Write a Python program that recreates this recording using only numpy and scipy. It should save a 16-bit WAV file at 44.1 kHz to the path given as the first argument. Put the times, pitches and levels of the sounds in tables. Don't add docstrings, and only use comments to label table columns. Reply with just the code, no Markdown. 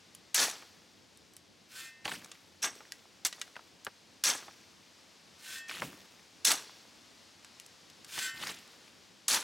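import sys
import numpy as np
from scipy import signal
from scipy.fft import rfft, irfft, next_fast_len
from scipy.io import wavfile
from scipy.ndimage import uniform_filter1d

SR = 44100
rng = np.random.default_rng(int(sys.argv[2]) if len(sys.argv) > 2 else 0)


def transcribe(signal):
    frames = np.atleast_2d(signal).T
    limited = np.clip(frames, -1, 1)
    pcm = np.round(limited * 32767).astype(np.int16)
    wavfile.write(sys.argv[1], SR, pcm)


N = 415863
TIME = np.arange(N) / SR

# start_s, grind_db, entry_s (time to full speed), push_s, stop_t60_s, crunch_db,
# ring_db (blade against the grinding), tip_db (peak of the tip's strike, before the stones' trim)
STABS = [(0.343, -28.5, 0.0023, 0.087, 0.27, -37, -14.5, -11.5),
         (2.618, -38.5, 0.011, 0.034, 0.14, -41, 2.5, -22),
         (3.249, -29.5, 0.0011, 0.006, 0.09, -45, -15, -15.5),
         (4.237, -28.5, 0.0015, 0.052, 0.24, -38.5, -10, -12),
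         (6.446, -26.5, 0.0038, 0.062, 0.21, -36, -11, -10.5),
         (9.28, -28, 0.0026, 0.072, 0.23, -36, -21, -11.5)]
# start_s (first crumbs), bulk_s (bulk lands),
# patter_db, patter_swell_db (rise up to the bulk), thud_db, thud_swell_db
FALLS = [(2.047, 2.126, -39.5, 5.5, -45.5, 7), (5.682, 5.838, -44.5, 0, -43, 27),
         (8.338, 8.493, -38, 13, -50.5, 5)]


def amp(db):
    return 10 ** (np.asarray(db) / 20)


def evened(x):
    return x / np.sqrt(np.mean(x ** 2) + 1e-20)


def read(points, hz):
    f, value = np.transpose(points)
    return np.interp(np.log(hz + 1), np.log(f + 1), value)


def add(mix, s, sound):
    part = mix[max(round(s * SR), 0):][:len(sound)]
    part += sound[:len(part)]


def colour(x, points):
    size = next_fast_len(len(x))
    gain = amp(read(points, np.fft.rfftfreq(size, 1 / SR)))
    return evened(irfft(rfft(x, size) * gain, size)[:len(x)])


def wander(rate, size=N):
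    at = np.arange(size) / SR * rate
    points = np.random.default_rng(rng.integers(2 ** 31)).standard_normal(int(at[-1]) + 2)
    return evened(np.interp(at, np.arange(len(points)), points))


def grains(per_s, spread_db, clump_db, clump_rate):
    spread = spread_db * np.minimum(rng.exponential(1, N), 3)
    clumps = clump_db * np.tanh(wander(clump_rate))
    hits = rng.random(N) < per_s / SR
    return amp(spread + clumps) * rng.choice([-1, 1], N) * hits


def pebbles(x, patchy_db, size=256):
    z = signal.stft(x, nperseg=size)[2]
    across_pitch = uniform_filter1d(rng.standard_normal(z.shape), size=8, axis=0)
    patches = evened(uniform_filter1d(across_pitch, size=2, axis=1))
    return signal.istft(z * amp(patchy_db * np.clip(patches, -2, 2)), nperseg=size)[1][:N]


def crush(x, size=70):
    share = rng.integers(0, 12, N)
    bursts = rng.standard_normal((12, size)) * np.linspace(1, 0, size) ** 2
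    return sum(np.convolve(x * (share == k), burst)[:N] for k, burst in enumerate(bursts))


def knock(db, hz, t60, q, crumble_db, crumble_t60, size=6000):
    t = np.arange(size) / SR
    fall = amp(-60 * t / max(t60, .002))
    edges = np.clip([hz / (1 + 1 / q), hz * (1 + 1 / q)], 50, .45 * SR)
    band = signal.butter(1, edges, "band", fs=SR, output="sos")
    crumbs = amp(crumble_db - 60 * t / crumble_t60) * rng.laplace(size=size)
    sound = signal.sosfilt(np.vstack([band, band]), fall * rng.choice([-1, 1], size) + crumbs)
    return amp(db) * sound / abs(sound).max()


def blade(x, damping, stiffening, thicket_db=-13, count=130):
    # pitch_hz, level_db (relative), t60_s
    modes = [(1120, -11.5, 1), (1356, -7, 0.35), (1522.5, 0.5, 0.52), (1576, -6, 0.36), (1826, -5, 0.83),
             (1895, -8, 0.28), (2070, -10, 0.91), (2445, -3.5, 0.16), (2564, -14, 0.26), (2626, -6.5, 0.7),
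             (2910, -5, 0.1), (3030, -11, 0.4), (3330, -11, 0.6), (3306, -6.5, 0.2), (3490, 1.5, 0.083),
             (3750, -15, 0.26), (4240, -14, 0.14), (4550, -8.5, 0.44), (5300, -7.5, 0.44),
             (5600, -18, 0.32), (6050, 5.5, 0.059), (6500, -7, 0.17), (6940, -25, .2), (7340, -8, 0.39),
             (7628, 2, .2)]
    t = np.arange(int(.7 * SR / max(damping, 1))) / SR
    thicket = [(hz, thicket_db - hz / 3000, .17) for hz in rng.uniform(2700, 14000, count)]
    ring = np.zeros(len(t))
    for hz, db, t60 in [*modes, *thicket]:
        tone = np.sin(2 * np.pi * (hz * stiffening * t + rng.random()))
        ring += amp(db - 60 * t * damping / t60) * tone
    return signal.oaconvolve(x, ring / np.linalg.norm(ring))[:N]


def air(level_db=-63, rumble_waver_db=1.4, rustle_db=.3):
    # pitch_hz, level_db (relative)
    spectrum = [(15, -70), (25, -30), (92, 1.5), (137, -2.5), (170, 3), (354, 1), (384, -2), (463, -2.5),
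                (575, -4.5), (714, -7), (1370, -11), (2220, -10.5), (5000, -9.5), (6740, -14.5),
                (16000, -35)]
    # pitch_hz, likeness (0 to 1)
    likeness = [(60, 0.84), (180, 0.57), (550, 0.48), (1650, 0.76), (4970, 1), (15000, 1)]
    # pitch_hz, left_minus_right_db
    lean = [(60, 1.5), (150, 0.0), (380, 0.5), (950, 0), (2380, 2.0), (5980, 2.5), (15000, 0)]
    # time_s, hiss_db
    gusts = [(0, 4), (1.5, 2), (5.2, 5.5), (7, 6.5), (8.8, 7), (9.43, 3.5)]
    size = next_fast_len(N)
    hz = np.fft.rfftfreq(size, 1 / SR)
    same = np.clip(read(likeness, hz), 0, 1)
    noise = rfft(rng.standard_normal((2, size)))
    mid, side = noise * np.sqrt([1 + same, 1 - same]) * amp(read(spectrum, hz))
    both = np.array([mid + side, mid - side]) * amp(np.outer([.5, -.5], read(lean, hz)))
    whole = irfft(both, size)[:, :N]
    low = irfft(both / (1 + (hz / 700) ** 4), size)[:, :N]
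    breeze = amp(np.interp(TIME, *np.transpose(gusts)))
    rumble = low * amp(rumble_waver_db * wander(26))
    hiss = (whole - low) * breeze * amp(rustle_db * wander(14))
    return amp(level_db) * (rumble + hiss) / whole.std()


def outdoors(x, near_db=-24, near_t60=0.087, far_db=-30, far_t60=1.0):
    t = np.arange(SR) / SR
    scatter = [(200, 12.0), (1000, 4.0), (2500, -11), (4500, 29), (8000, -49), (13000, 19)]
    near = np.array([colour(ear, scatter) for ear in rng.standard_normal((2, SR))])
    near *= amp(-60 * t / near_t60)
    far = colour(rng.standard_normal(SR), [(100, -5.0), (1500, -0.5), (5000, 4.5), (12000, -26)])
    far *= amp(-60 * t / far_t60) * np.minimum(t / 0.12, 1)
    echo = amp(near_db) * near / np.linalg.norm(near[0]) + amp(far_db) * far / np.linalg.norm(far)
    return x + signal.oaconvolve(x[None], echo, axes=1)[:, :N]


def settling(lag_s=.09):
    pushes = [s + push for s, _, _, push, *_ in STABS]
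    return np.add(pushes + [bulk for _, bulk, *_ in FALLS], lag_s)


def loose_grit(settle_db=-59.5, settle_t60=1.67):
    crumbs = pebbles(grains(per_s=1500, spread_db=3, clump_db=2, clump_rate=25), patchy_db=3)
    crumbs = colour(crumbs, [(50, -29), (400, 5), (1100, 0.5), (2500, -0.5),
                             (6000, -3.5), (10000, -11.5), (16000, -12)])
    return crumbs * sum((TIME > s) * amp(settle_db - 60 * abs(TIME - s) / settle_t60) for s in settling())


def strays(first_db=-42.5, fade_db_per_s=19, run_s=.35, middle_hz=2400,
           t60=0.0075, spread_octaves=1.65, count=4):
    out, starts = np.zeros(N), np.repeat(settling(), count)
    for s, (late, pitch) in zip(starts, rng.random((len(starts), 2))):
        delay = run_s * late ** 2
        hz = middle_hz * 2 ** (spread_octaves * (2 * pitch - 1))
        db = first_db - fade_db_per_s * delay
        add(out, s + delay, knock(db, hz, t60, q=1.5, crumble_db=-32, crumble_t60=.06))
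    return out


def level(loads, t60):
    gain = np.zeros(N)
    for start, bulk, db, swell_db in loads:
        short_of_full = np.interp(TIME, [start, bulk], [swell_db, 0])
        gain += (TIME > start) * amp(db - short_of_full - 60 * np.maximum(TIME - bulk, 0) / t60)
    return uniform_filter1d(gain, size=400)


def falls(patter_db=-1, thud_db=-2.5, patter_t60=0.29, thud_t60=0.41):
    # pitch_hz, level_db (relative)
    patter_spectrum = [(25, -45), (100, -25), (250, -4.5), (800, -2.5), (2500, 5.5), (4500, 0), (8000, -5),
                       (12000, -11), (16000, -18)]
    # pitch_hz, level_db (relative)
    thud_spectrum = [(15, -50), (35, -34), (55, -13), (90, -8.5), (200, 1.5), (400, -7.5), (900, -16.5),
                     (3000, -24.5)]
    crumbs = pebbles(grains(per_s=2400, spread_db=0.5, clump_db=1.5, clump_rate=130), patchy_db=4.0)
    patter = colour(crumbs, patter_spectrum)
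    thud = colour(grains(per_s=990, spread_db=0, clump_db=2.5, clump_rate=21), thud_spectrum)
    patter_gain = level([(start, bulk, db, swell) for start, bulk, db, swell, _, _ in FALLS], patter_t60)
    thud_gain = level([(start, bulk, db, swell) for start, bulk, _, _, db, swell in FALLS], thud_t60)
    return amp(patter_db) * patter_gain * patter + amp(thud_db) * thud_gain * thud


def clods(thud_db=-2.0, thud_rise=0.0051, crack_t60=.021, size=4000):
    # start_s, peak_db, centre_hz, slump_db (before the thud_db trim)
    lumps = [(0.482, -30, 855, -58), (0.623, -43, 1810, -54), (2.054, -20.5, 2400, -37),
             (2.078, -24, 2500, -37.5), (2.117, -27, 1640, -45), (2.806, -37, 1040, -51.5),
             (3.556, -38, 1710, -60), (3.565, -31, 1590, -49), (3.593, -38.5, 1030, -67),
             (3.867, -24.5, 1360, -41), (4.349, -32.5, 780, -44), (4.481, -38.5, 1020, -49),
             (5.695, -26.5, 2130, -68), (5.712, -28, 2040, -62), (5.82, -22, 1340, -34),
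             (8.177, -27, 1600, -42.5), (8.436, -29, 1310, -56), (8.471, -25.5, 3000, -57)]
    slump_spectrum = [(30, -32), (120, -3.5), (300, -5.5), (650, -1), (1500, -2), (4000, -32)]
    out, u = np.zeros(N), np.arange(size) / SR / thud_rise
    for s, db, hz, slump_db in lumps:
        add(out, s, knock(db, hz, crack_t60, q=1.4, crumble_db=-26, crumble_t60=.09))
        slump = colour(rng.standard_normal(size), slump_spectrum)
        add(out, s, amp(slump_db + thud_db) * slump * u * np.exp(1 - u))
    return out


def slides():
    # start_s, full_s, empty_s, level_db, ring_db (blade against the soil)
    pours = [(1.663, 1.79, 1.946, -47.5, -3.5), (5.345, 5.546, 5.64, -45.5, -3),
             (8.037, 8.223, 8.345, -40, -1)]
    # pitch_hz, level_db (relative)
    spectrum = [(30, -50), (200, -9.5), (900, -10), (1600, 2.5), (3000, 3), (6000, 0), (9000, -3.5),
                (12000, -5.5), (16000, -10.5)]
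    flow, bare = np.zeros((2, N))
    for start, full, end, db, ring_db in pours:
        pour = amp(db) * np.sin(np.interp(TIME, [start, full, end], [0, np.pi / 2, np.pi])) ** 2
        flow += pour
        bare += amp(ring_db) * pour * np.interp(TIME, [start, full], [.5, 1]) ** 2
    sand = colour(grains(per_s=6000, spread_db=2.5, clump_db=1.5, clump_rate=120), spectrum)
    return flow * sand + blade(bare * sand, damping=1, stiffening=1)


def stones(stones_db=-1.5, ring_db=-11, tip_hz=6000, tip_t60=0.024, sharpness=0.6):
    # start_s, peak_db (before the stones_db trim), centre_hz,
    # t60_s (short for a clean snap, long for a stone that crumbles)
    clinks = [(0.1496, -31, 6140, .014), (0.351, -20, 5000, .028), (0.4376, -19, 5180, .028),
              (0.498, -24, 4700, .022), (1.1737, -41, 7000, .008), (1.3367, -44, 8000, .008),
              (1.3664, -32.5, 6000, 0.0086), (2.2454, -32, 4500, .017), (2.3162, -32.5, 3130, 0.025),
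              (2.6431, -20.5, 2800, 0.026), (2.9211, -22, 4300, .011), (3.2654, -20, 7900, 0.04),
              (3.3267, -28, 2560, 0.029), (3.4147, -21.5, 3240, .027), (3.8477, -32, 6660, 0.029),
              (6.5165, -10.5, 6100, 0.026), (7.4466, -33, 3010, .014), (7.599, -30.5, 5170, .01),
              (7.663, -37.5, 5640, .014), (7.9, -39.5, 4130, .012), (8.046, -35, 4100, 0.025),
              (8.1897, -21.5, 3330, 0.039), (9.3412, -22, 4270, .032)]
    out = np.zeros(N)
    tips = [(s + entry, tip_db, tip_hz, tip_t60) for s, _, entry, *_, tip_db in STABS]
    for s, db, hz, t60 in [*tips, *clinks]:
        add(out, s, knock(db + stones_db, hz, t60, sharpness, crumble_db=-25.5, crumble_t60=0.17))
    out = signal.sosfilt(signal.butter(2, 11500, fs=SR, output="sos"), out)
    return out + amp(ring_db) * blade(out, damping=8.7, stiffening=1.065)


def stabs(trickle_db=-28, trickle_t60=1.0, soil_lag=0.011, soil_growth=1.5):
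    # pitch_hz, level_db (relative)
    grind_spectrum = [(150, -41), (700, -16), (1200, -10), (1700, -5.5), (2700, -6), (4000, -1.5),
                      (5800, 1.5), (8000, -3.5), (10000, -4), (12500, -14), (16000, -20)]
    # pitch_hz, level_db (relative)
    crunch_spectrum = [(25, -32), (100, -15), (250, 0), (500, 0), (850, 4), (1500, 2.5), (3000, -0.5),
                       (8000, -45)]
    grind, ring, crunch = np.zeros((3, N))
    t = np.arange(SR) / SR
    for s, db, entry, push, t60, soil_db, ring_db, _ in STABS:
        stopped = np.maximum(t - push, 0)
        slowing = amp(-60 * stopped / t60) + amp(trickle_db - 60 * stopped / trickle_t60)
        speed = np.minimum(t / max(entry, .001), 1) * slowing
        add(grind, s, amp(db) * speed)
        add(ring, s, amp(db + ring_db) * speed)
        depth = np.minimum(t / (0.69 * push), 1) ** soil_growth
        soil_stopped = np.maximum(t - push - soil_lag, 0)
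        add(crunch, s, amp(soil_db - 60 * soil_stopped / (1.42 * t60)) * depth)
    crushed = crush(grains(per_s=5000, spread_db=2.0, clump_db=1.0, clump_rate=250))
    grit = colour(pebbles(crushed, patchy_db=3.0), grind_spectrum)
    soil = colour(grains(per_s=2000, spread_db=3.5, clump_db=2.0, clump_rate=140), crunch_spectrum)
    return grind * grit + blade(ring * grit, damping=7.5, stiffening=1.065) + crunch * soil


def scene():
    heap = stabs() + stones() + slides() + loose_grit() + strays()
    hole = clods() + falls()
    leftward = amp([[.25], [-.25]])
    return outdoors(heap) * leftward + outdoors(hole) + air()


def record(dry, edge_hz=16100):
    thin = signal.sosfilt(signal.butter(4, 48, "high", fs=SR, output="sos"), dry)
    band_limit = signal.firwin(511, edge_hz, window=("kaiser", 9), fs=SR)
    return signal.oaconvolve(thin, band_limit[None], "same")


dry = scene()
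out = record(dry)
transcribe(out)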